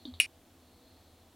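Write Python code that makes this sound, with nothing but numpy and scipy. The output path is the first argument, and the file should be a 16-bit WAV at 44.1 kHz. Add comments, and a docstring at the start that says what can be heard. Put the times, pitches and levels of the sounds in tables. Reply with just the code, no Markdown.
"""Ice cracking in a glass

An ice cube cracks once in a glass of liquor on a quiet bar. Ice and glass ring and the room
answers, all cut off short. Just before come dull, low thuds and two soft, dry ticks.
Under it lie room noise, a low machine hum and a faint hiss that swells and fades."""
import sys
import numpy as np
from scipy import signal
from scipy.fft import rfft, irfft
from scipy.io import wavfile

SR = 44100
rng = np.random.default_rng(int(sys.argv[2]) if len(sys.argv) > 2 else 0)


def to_wav(s):
    """Save 16-bit WAV."""
    ch = np.atleast_2d(s).T  # columns
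    pcm = np.round(np.clip(ch, -1, 1) * 32767)  # PCM
    wavfile.write(sys.argv[1], SR, pcm.astype(np.int16))


N = 59535
TIME_S = np.arange(N) / SR


def from_db(db):
    """Decibels to gain."""
    return 10 ** (np.asarray(db) / 20)


def filtered_noise(gain):
    """White noise weighted by a function of frequency; rms 1."""
    hz = np.maximum(np.arange(N // 2 + 1) * SR / N, 1)
    x = irfft(rfft(rng.standard_normal(N)) * gain(hz), N)
    return x / np.std(x)


def noise(spectrum):
    """Noise shaped by (Hz, dB) points; rms 1."""
    points_hz, db = np.transpose(spectrum)
    return filtered_noise(lambda hz: from_db(np.interp(np.log(hz), np.log(points_hz), db)))


def highpass(x, hz, order):
    """Zero-phase Butterworth high-pass."""
    return signal.sosfiltfilt(signal.butter(order, hz, "high", fs=SR, output="sos"), x)


def envelope(start_s, rise_s, t60_s):
    """Smooth rise, exponential decay."""
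    age_s = np.maximum(TIME_S - start_s, 0)
    return (1 - np.exp(-(age_s / rise_s) ** 2)) * np.exp(-np.log(1000) * age_s / t60_s)


def ring(start_s, hz, db, rise_s, t60_s):
    """One struck mode."""
    return from_db(db) * envelope(start_s, rise_s, t60_s) * np.sin(2 * np.pi * hz * (TIME_S - start_s))


# Hum bands. Each row: centre in Hz, width in Hz, level in dB.
HUM_BANDS = [(84.6, 20, -66.5), (253, 22, -71), (330, 18, -77), (488, 6, -78), (647.2, 6, -78),
             (750, 50, -78)]


def machine_hum():
    """Narrow noise bands make a low, wavering hum."""
    return sum(from_db(db) * filtered_noise(lambda hz: 1 / (1 + ((hz - centre_hz) / width_hz) ** 2) ** 2)
               for centre_hz, width_hz, db in HUM_BANDS)


# Room noise spectra, mid and side. Each row: frequency in Hz, relative density in dB.
ROOM_MID_SPECTRUM = [(15, -23), (35, 2), (60, -7), (170, -3.5), (280, 0), (420, -5.5), (750, -7),
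                     (1100, -11.5), (1600, -16), (2600, -17.5), (3400, -15), (5000, -20.5), (14000, -23.5),
                     (16000, -26)]
ROOM_SIDE_SPECTRUM = [(30, -1.5), (300, -6.5), (1000, -6), (3000, -8), (15000, -6)]


def room_noise():
    """Steady stereo noise, slightly different at each ear."""
    mid = from_db(-63) * noise(ROOM_MID_SPECTRUM)
    side = from_db(-74) * noise(ROOM_SIDE_SPECTRUM)
    return np.array([mid + side, mid - side])


# Hiss spectrum. Each row: frequency in Hz, relative density in dB.
HISS_SPECTRUM = [(1500, -23), (3000, -22.5), (3420, -4), (3700, -6), (4300, 1.5), (4700, -10.5),
                 (5200, -21), (9000, -29)]
# Hiss swells. Each row: peak time in seconds, width in seconds, level in dB.
HISS_SWELLS = [(.02, .07, -67), (.92, .33, -70.5)]


def hiss():
    """Faint hiss near 4 kHz swells and fades twice."""
    swell = sum(from_db(db) * np.exp(-((TIME_S - peak_s) / width_s) ** 2)
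                for peak_s, width_s, db in HISS_SWELLS)
    return swell * noise(HISS_SPECTRUM)


# Thuds. Each row: start in seconds, frequency in Hz, level in dB, rise in seconds, T60 in seconds.
LOW_THUDS = [(0.051, 293, -29, 0.0046, 0.054), (.066, 251, -25, 0.022, 0.13), (.11, 84, -28.5, 0.036, .17)]


def low_thuds():
    """Dull, low thuds bloom and die away."""
    return sum(ring(*thud) for thud in LOW_THUDS)


# Ticks. Each row: start in seconds, frequency in Hz, ring level in dB, tail level in dB.
SOFT_TICKS = [(.0532, 3670, -13, -50), (0.1386, 3780, -20, -55)]
# Click and tail spectra. Each row: frequency in Hz, relative density in dB.
CLICK_SPECTRUM = [(200, 17), (1200, 3), (2000, -5.5), (3000, -4), (4500, -10), (6000, -12), (9000, -36),
                  (16000, -34)]
TAIL_SPECTRUM = [(300, -5.5), (1200, -17), (2400, -22.5), (2900, -19.5), (3250, 3), (3650, 1), (4450, 0.5),
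                 (5100, -22.5), (9000, -28.5), (16000, -38)]


def soft_ticks(rise_s=0.0013, t60_s=0.0045, tail_t60_s=0.22):
    """Each tick is a brief ring near 3.7 kHz, a dry click and a short tail."""
    rings = sum(ring(start_s, hz, db, rise_s, t60_s) for start_s, hz, db, _ in SOFT_TICKS)
    click_gain = from_db(-24) * sum(envelope(start_s, rise_s, t60_s) for start_s, *_ in SOFT_TICKS)
    tail_gain = sum(from_db(db) * envelope(start_s, rise_s, tail_t60_s)
                    for start_s, _, _, db in SOFT_TICKS)
    return rings + click_gain * noise(CLICK_SPECTRUM) + tail_gain * noise(TAIL_SPECTRUM)


# Modes of the ice in its drink and of the tumbler. Each row: frequency in Hz, level in dB, T60 in seconds.
DAMPED_ICE_MODES = [(2392, -8, 0.0083), (2853, -8.5, 0.03), (3900, -21.5, .005), (7750, -24.5, .016),
                    (8500, -24, .006), (9520, -18, .008), (10400, -20, .013), (11600, -20, .006)]
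TUMBLER_MODES = [(1985, -38.5, .09), (2310, -29.5, 0.12), (2488, -27, .13), (2715, -33.5, 0.043),
                 (2856, -32.5, 0.2), (3395, -49, 0.15), (4025, -49.5, 0.21), (4200, -52, 0.32),
                 (4437, -44, .18), (5566, -38, 0.2), (9440, -26, .115), (9645, -41, .11), (14140, -58, .15)]
# Fracture spectrum. Each row: frequency in Hz, relative density in dB.
SNAP_SPECTRUM = [(500, -18), (1500, -16.5), (2500, -9.5), (4200, 0.5), (5000, -12.5), (6500, -12.5),
                 (8000, 0), (11000, -5), (13000, -7.5), (16000, -13)]


def ice_crack(start_s, rise_s=0.00046):
    """The fracture snaps and sets ice and glass ringing; the modes radiate poorly in the bass."""
    modes = sum((-1) ** k * ring(start_s, hz, db, rise_s, t60_s)
                for k, (hz, db, t60_s) in enumerate(DAMPED_ICE_MODES + TUMBLER_MODES))
    snap = from_db(-15) * noise(SNAP_SPECTRUM) * envelope(start_s, rise_s, t60_s=0.0045)
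    return highpass(modes, hz=1400, order=3) + snap


# Spectrum of the crack's reflections. Each row: frequency in Hz, relative density in dB.
ECHO_SPECTRUM = [(500, -45), (1100, -29.5), (1750, -20.5), (2050, -13), (2350, 0.5), (2850, -5),
                 (3200, -18), (4500, -15), (6500, -22), (7800, -18), (10300, -19.5), (12500, -29.5),
                 (16000, -36.5)]


def crack_echo(start_s, early_delay_s=0.0056, tail_rise_s=0.003):
    """Counter and bottles reflect the crack; the room's tail loses its treble first."""
    early_gain = from_db(-24.5) * envelope(start_s + early_delay_s, rise_s=0.00046, t60_s=0.037)
    early = early_gain * noise(ECHO_SPECTRUM)
    wash = from_db(-29.5) * noise(ECHO_SPECTRUM)
    treble = highpass(wash, hz=6000, order=2)
    low_tail = (wash - treble) * envelope(start_s, tail_rise_s, t60_s=0.24)
    treble_tail = treble * envelope(start_s, tail_rise_s, t60_s=0.18)
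    return early + low_tail + treble_tail


def scene(crack_s=0.2002, cut_s=0.2612, fade_s=0.0018):
    """Centred sources over stereo room noise; the crack and its echo stop abruptly."""
    gate = np.clip(1 - (TIME_S - cut_s) / fade_s, 0, 1)
    crack = gate * (ice_crack(crack_s) + crack_echo(crack_s))
    return crack + low_thuds() + soft_ticks() + machine_hum() + room_noise() + hiss()


def record(dry, cutoff_hz=16100):
    """Steep elliptic low-pass."""
    return signal.sosfilt(signal.ellip(10, .1, 80, cutoff_hz, fs=SR, output="sos"), dry)


dry = scene()
out = record(dry)
to_wav(out)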